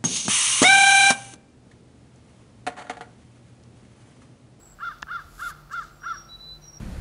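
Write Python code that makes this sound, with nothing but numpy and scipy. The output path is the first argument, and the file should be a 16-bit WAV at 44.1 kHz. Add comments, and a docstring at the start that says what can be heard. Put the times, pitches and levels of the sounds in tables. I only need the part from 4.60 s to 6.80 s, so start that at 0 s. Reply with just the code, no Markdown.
"""A thin, high bird whistle over a low distant hum and faint hiss; then a crow caws five times, some way
off in open woodland. Each caw creaks into life, arches in pitch and echoes among the trees: syrinx
pulses ring the throat, and the opening beak lets out nasal overtones and hoarse air. Close by are one
dry click, three soft thuds and two rustles. Small birds add more whistles towards the end."""
import sys
import numpy as np
from scipy import signal
from scipy.fft import rfft, irfft, next_fast_len
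from scipy.io import wavfile
from scipy.ndimage import map_coordinates

SR = 44100
rng = np.random.default_rng(int(sys.argv[2]) if len(sys.argv) > 2 else 0)


def generate_wav(sig):
    """Save sig (samples, or channels by samples) to the path in sys.argv[1] as 16-bit PCM at SR."""
    pcm = np.round(np.clip(np.atleast_2d(sig).T, -1, 1) * 32767).astype(np.int16)
    wavfile.write(sys.argv[1], SR, pcm)


N = 97020


def amp(db):
    """Decibels to gain."""
    return 10 ** (np.asarray(db) / 20)


def unit(x):
    """Scale to rms 1."""
    return x / np.sqrt(np.mean(x ** 2) + 1e-20)


def along(points, hz):
    """Interpolate (frequency [Hz], value) points on a log axis."""
    knots_hz, values = np.transpose(points)
    return np.interp(np.log(hz + 1), np.log(knots_hz + 1), values)


def clock():
    """Time of every sample [s]."""
    return np.arange(N) / SR


def swell(t, times_s, db):
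    """Gain along a level curve, silent outside it."""
    return amp(np.interp(t, times_s, db)) * (t >= times_s[0]) * (t <= times_s[-1])


def wobble(rate_hz):
    """Smooth random curve, rate_hz knots a second."""
    return map_coordinates(rng.standard_normal(int(N * rate_hz / SR) + 4), [clock() * rate_hz])


def coloured(x, points):
    """Minimum-phase filter through (frequency [Hz], gain [dB]) points."""
    size = 2 * next_fast_len(N)
    gain = amp(along(points, np.fft.rfftfreq(size, 1 / SR)))
    cepstrum = irfft(np.log(gain), size)
    cepstrum[1:size // 2] *= 2
    cepstrum[size // 2 + 1:] = 0
    return irfft(rfft(x, size) * np.exp(rfft(cepstrum)), size)[:N]


def noise(points):
    """Coloured noise of rms 1."""
    return unit(coloured(rng.standard_normal(N), points))


# rumble spectrum (frequency [Hz], relative level [dB])
RUMBLE_COLOUR = [(15, -32.5), (29, -13.5), (42, 5.5), (60, -6), (110, -4.5), (160, -7.5), (205, -9.5),
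                 (345, -15), (505, -16), (680, -15), (1100, -19.5), (1300, -18.5), (1890, -25.5),
                 (3000, -30.5), (6000, -73.5)]
# hiss spectrum (frequency [Hz], relative level [dB])
HISS_COLOUR = [(1500, -15), (3000, -7), (4500, -0.5), (7000, -6.5), (10000, -8.5), (15500, -8.5)]
# hum lines (frequency [Hz], level before the rise [dB])
HUM_LINES = [(44, -64), (149, -59), (218, -71.5), (339, -69.5), (447, -74)]
# hum rise (time [s], gain [dB])
HUM_RISE = [(0, -4), (.8, 1), (2.0, 2)]
def background(rumble_db=-53.5, hiss_db=-64.5, waver_db=2.5, waver_hz=2.26):
    """Low outdoor rumble, faint hiss and a wavering distant hum that slowly swells."""
    hum = np.zeros(N)
    for hz, db in HUM_LINES:
        gain = amp(db + waver_db * wobble(6.24))
        phase = 2 * np.pi * np.cumsum(hz + waver_hz * wobble(9.23)) / SR
        hum += gain * np.sin(phase)
    hum *= np.sqrt(2) * amp(np.interp(clock(), *np.transpose(HUM_RISE)))
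    return amp(rumble_db) * noise(RUMBLE_COLOUR) + amp(hiss_db) * noise(HISS_COLOUR) + hum


# far-tree decay (frequency [Hz], T60 [s])
FAR_DECAY = [(300, 0.24), (1400, 0.98), (4000, 0.99), (8000, 0.98)]
def woods(x, delay_s=.045, near_t60_s=.16, far_db=-6):
    """Scatter from near trees, then a longer tail from far ones."""
    hz, t, spectrum = signal.stft(rng.standard_normal(SR), SR, nperseg=256)
    decay = amp(-60 * t / near_t60_s) + amp(far_db - 60 * t / along(FAR_DECAY, hz)[:, None])
    tail = signal.istft(spectrum * decay, SR, nperseg=256)[1]
    response = np.pad(tail / np.linalg.norm(tail), (int(delay_s * SR), 0))
    return signal.fftconvolve(x, response)[:N]


def whistle(note, depth, flutter_hz, warble_hz=0):
    """A tone whose level and phase flutter at random; warble_hz adds to its pitch."""
    times_s, hz, db = np.transpose(note)
    phase = 2 * np.pi * np.cumsum(np.interp(clock(), times_s, hz) + warble_hz) / SR
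    flutter = (1 + depth * (wobble(flutter_hz) + 1j * wobble(flutter_hz))) / np.sqrt(1 + 2 * depth ** 2)
    return np.sqrt(2) * swell(clock(), times_s, db) * np.real(flutter * np.exp(1j * phase))


# five bird notes, each (time [s], pitch [Hz], level [dB])
HIGH_NOTE = [(0, 7580, -61), (.025, 7770, -54), (.125, 7610, -55.5), (.15, 7450, -63.5)]
FAINT_NOTE = [(1.315, 7500, -79), (1.335, 7560, -67), (1.39, 7300, -71)]
THIN_NOTE = [(1.39, 5560, -78), (1.416, 5700, -58.5), (1.46, 5674, -50.5), (1.5, 5655, -53),
             (1.51, 5650, -70), (1.52, 5640, -48), (1.556, 5624, -43), (1.63, 5624, -51.5),
             (1.66, 5580, -59)]
LOW_NOTE = [(1.675, 3920, -94), (1.692, 3924, -50.5), (1.72, 3947, -44), (1.76, 3933, -41.5),
            (1.775, 3920, -60), (1.803, 3974, -46), (1.9, 3990, -40.5), (1.948, 4005, -42.5),
            (2.01, 3950, -80)]
BUZZY_NOTE = [(2.005, 6000, -80), (2.022, 5720, -55.5), (2.055, 5760, -53), (2.092, 5630, -46.5),
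              (2.12, 5670, -54.5), (2.17, 5644, -45.5), (2.2, 5650, -60)]
def small_birds(buzz_rate_hz=160, buzz_swing_hz=50, echo_db=-13.5):
    """Clean and fluttering whistles, each ringing on among the trees."""
    buzz_hz = buzz_swing_hz * np.sin(2 * np.pi * buzz_rate_hz * clock() + wobble(60))
    song = (whistle(HIGH_NOTE, depth=1.3, flutter_hz=430)
            + whistle(FAINT_NOTE, depth=.84, flutter_hz=230)
            + whistle(THIN_NOTE, depth=.56, flutter_hz=110)
            + whistle(LOW_NOTE, depth=.12, flutter_hz=190)
            + whistle(BUZZY_NOTE, depth=.56, flutter_hz=180, warble_hz=buzz_hz))
    return song + amp(echo_db) * woods(song)


# rustle envelopes (time [s], level [dB])
BRIGHT_RUSTLE = [(.6, -71.5), (.775, -57), (.8, -49.5), (.86, -49.5), (.903, -45.5), (.928, -70.5),
                 (1.02, -66)]
DULL_RUSTLE = [(1.105, -72), (1.13, -48.5), (1.16, -66), (1.235, -56.5), (1.32, -70.5)]
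# rustle spectra (frequency [Hz], relative level [dB])
BRIGHT_COLOUR = [(2000, -11), (4500, -5.5), (6000, -7), (7300, -2.5), (9300, -14), (10500, -1.5),
                 (11500, -9), (13000, -7.5), (15500, -21.5)]
DULL_COLOUR = [(2000, -10), (4500, 4.5), (7500, 4.5), (9500, -9), (13500, -11), (15500, -14)]
def rustles(grain_db=1.5):
    """Two soft, slightly grainy brushing sounds: bright, then duller."""
    sound = np.zeros(N)
    for envelope, colour in (BRIGHT_RUSTLE, BRIGHT_COLOUR), (DULL_RUSTLE, DULL_COLOUR):
        grains = unit(noise(colour) * amp(grain_db * wobble(300)))
        sound += grains * swell(clock(), *np.transpose(envelope))
    return sound


# thuds (time [s], level [dB])
THUDS = [(.428, -41.5), (.65, -42), (0.913, -46)]
def thuds(pitch_hz=71, t60_s=.14):
    """Soft low bumps, each a damped sine; the first lies under the click."""
    start_s, db = np.transpose(THUDS)[:, :, None]
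    t = np.maximum(clock() - start_s, 0)
    return np.sum(amp(db - 60 * t / t60_s) * np.sin(2 * np.pi * pitch_hz * t), axis=0)


# snap modes (frequency [Hz], relative level [dB], T60 [s])
SNAP_MODES = [(200, -18, 0.029), (960, -3.5, 0.0087), (1394, 1.5, 0.0062), (1730, -3, .016),
              (2765, -8, 0.0088), (3510, -16, 0.01), (4980, -7.5, 0.0041), (6840, -14, .003)]
# ticks before the snap (time [s], level [dB])
TICKS = [(.385, -49), (0.423, -32.5)]
# tick spectrum (frequency [Hz], relative level [dB])
TICK_COLOUR = [(500, -34), (1500, 7), (2500, -10), (3400, 8), (4800, -5), (6400, -0.5), (7300, -2),
               (8300, -36), (15000, -25)]
def click(snap_s=.4277, snap_gain_db=-17, attack_s=.00038, tick_t60_s=.015):
    """Two small noise ticks, then a dry woody snap of damped modes."""
    t = np.maximum(clock() - snap_s, 0)
    snap = sum((-1) ** k * amp(db - 60 * t / t60_s) * np.sin(2 * np.pi * hz * t)
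               for k, (hz, db, t60_s) in enumerate(SNAP_MODES))
    snap *= 1 - np.exp(-t / attack_s)
    tick_envelope = sum(amp(db - 60 * np.abs(clock() - start_s) / tick_t60_s) * (clock() > start_s)
                        for start_s, db in TICKS)
    return amp(snap_gain_db) * snap + tick_envelope * noise(TICK_COLOUR)


def bell(offset_s, sigma_s):
    """Gaussian window of peak 1."""
    return np.exp(-.5 * (offset_s / sigma_s) ** 2)


# pitch arch (caw time [s], base pitch [Hz])
CAW_PITCH = [(.004, 117), (.013, 145), (.018, 413), (0.021, 520), (.035, 578), (0.041, 633), (.049, 703),
             (.061, 698), (.064, 776), (.068, 707), (0.077, 690), (0.078, 759.2), (.084, 686.3),
             (0.104, 690.3), (.109, 610), (0.124, 596.5), (0.132, 574.4), (0.138, 530.2), (.158, 428.6)]
# effort (caw time [s], relative level [dB])
CAW_EFFORT = [(0, -13), (.016, -9), (.024, -2), (.043, -3.5), (.05, 1.2), (.061, -2.3), (.074, -.5),
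              (.08, -3.2), (.089, 1), (.106, 1.5), (.11, -8), (.115, -4.5), (.123, -6), (.132, -2.5),
              (.146, -8), (.162, -18)]
def syrinx(t, tune, gain_db, pulse_sigma_s=.00004, jitter=.01, wander=.007, shimmer_db=.22):
    """Pulses and air puffs of one caw; pitch and level grow ragged when the syrinx is slack."""
    times_s, pitch_hz = np.transpose(CAW_PITCH)
    arch_hz = np.interp(t, times_s, pitch_hz)
    tension = arch_hz / pitch_hz.max()
    ragged = np.maximum(tension, .5) ** -3.67
    hz = tune * arch_hz * np.exp(jitter * ragged * wobble(900) + wander * wobble(140))
    cycles = np.cumsum(hz) / SR
    cycles -= np.interp(times_s[0], t, cycles)  # a pulse opens the arch
    effort = swell(t, *np.transpose(CAW_EFFORT)) * amp(gain_db + shimmer_db * ragged * wobble(360))
    harmonic_rms = 2 * np.sqrt(np.pi) * pulse_sigma_s * pitch_hz.max()
    pulses = effort * bell((cycles - np.round(cycles)) / hz, pulse_sigma_s) / harmonic_rms
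    puffs = effort * np.cos(np.pi * cycles) ** 2
    return pulses, puffs


# caws (start [s], length [ratio], pitch [ratio], gain [dB])
CAWS = [(.184, 0.98, .997, 0.5), (.466, 0.96, 1.006, 0.5), (.777, 0.96, 1.004, 0.5), (1.093, 0.97, 1.0, 1),
        (1.416, 1, 0.982, 1)]
# main throat resonance (frequency [Hz], gain [dB])
THROAT = [(300, -78), (750, -33.5), (1060, -17.5), (1185, -3), (1330, 1), (1430, -1.8), (1620, -3.5),
          (1780, -14), (1950, -28.5), (2120, -24.5), (2400, -41.5), (5000, -60.5)]
# lower nasal resonance, beak half open (frequency [Hz], gain [dB])
PARTING_BEAK = [(2200, -51), (2600, -33), (2850, -21.5), (3150, -25.5), (3500, -42)]
# nasal overtones, beak open (frequency [Hz], gain [dB])
OPEN_BEAK = [(2200, -68), (2800, -32), (3200, -31), (3620, -13.5), (3950, -42), (4250, -26.5), (5000, -30),
             (6200, -30), (8000, -69)]
# hoarse air (frequency [Hz], relative level [dB])
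RASP_COLOUR = [(800, -10.5), (1400, 12), (2300, -13.5), (2850, -0.5), (3150, -2.5), (3520, 5), (3900, 0),
               (5000, 0), (6200, -10), (8000, -18.5)]
# reflection off the trees (frequency [Hz], gain [dB])
ECHO_COLOUR = [(1000, 1.5), (1200, 8), (1400, 0), (1800, 2), (3500, 3.5)]
def crow(voice_gain_db=-28.5, rasp_gain_db=-57, voice_send_db=-18, rasp_send_db=-1.5):
    """Pulses ring the throat; the opening beak lifts the nasal resonance and lets out hoarse air."""
    throat, parting, nasal, breath = np.zeros((4, N))
    for start_s, length, tune, gain_db in CAWS:
        t = (clock() - start_s) / length  # caw time
        pulses, puffs = syrinx(t, tune, gain_db)
        half_open = bell(t - .031, sigma_s=.031)
        gape = bell(t - .085, sigma_s=.032)
        throat += pulses
        parting += half_open * pulses
        nasal += gape * pulses
        breath += np.sqrt(gape) * puffs
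    voice = coloured(throat, THROAT) + coloured(parting, PARTING_BEAK) + coloured(nasal, OPEN_BEAK)
    voice *= amp(voice_gain_db)
    rasp = amp(rasp_gain_db) * 2 * breath * noise(RASP_COLOUR)
    echo = woods(amp(voice_send_db) * coloured(voice, ECHO_COLOUR) + amp(rasp_send_db) * rasp)
    return voice + rasp + echo


def scene():
    """Far birds in the woods, small dry sounds close by; mono."""
    near = click() + thuds() + rustles()
    return (crow() + small_birds() + near + background())[None]


def record(dry, cutoff_hz=15750):
    """Brick-wall low-pass."""
    size = 2 * next_fast_len(N)
    passband = np.fft.rfftfreq(size, 1 / SR) < cutoff_hz
    return irfft(rfft(dry, size) * passband, size)[..., :N]


dry = scene()
out = record(dry)
generate_wav(out)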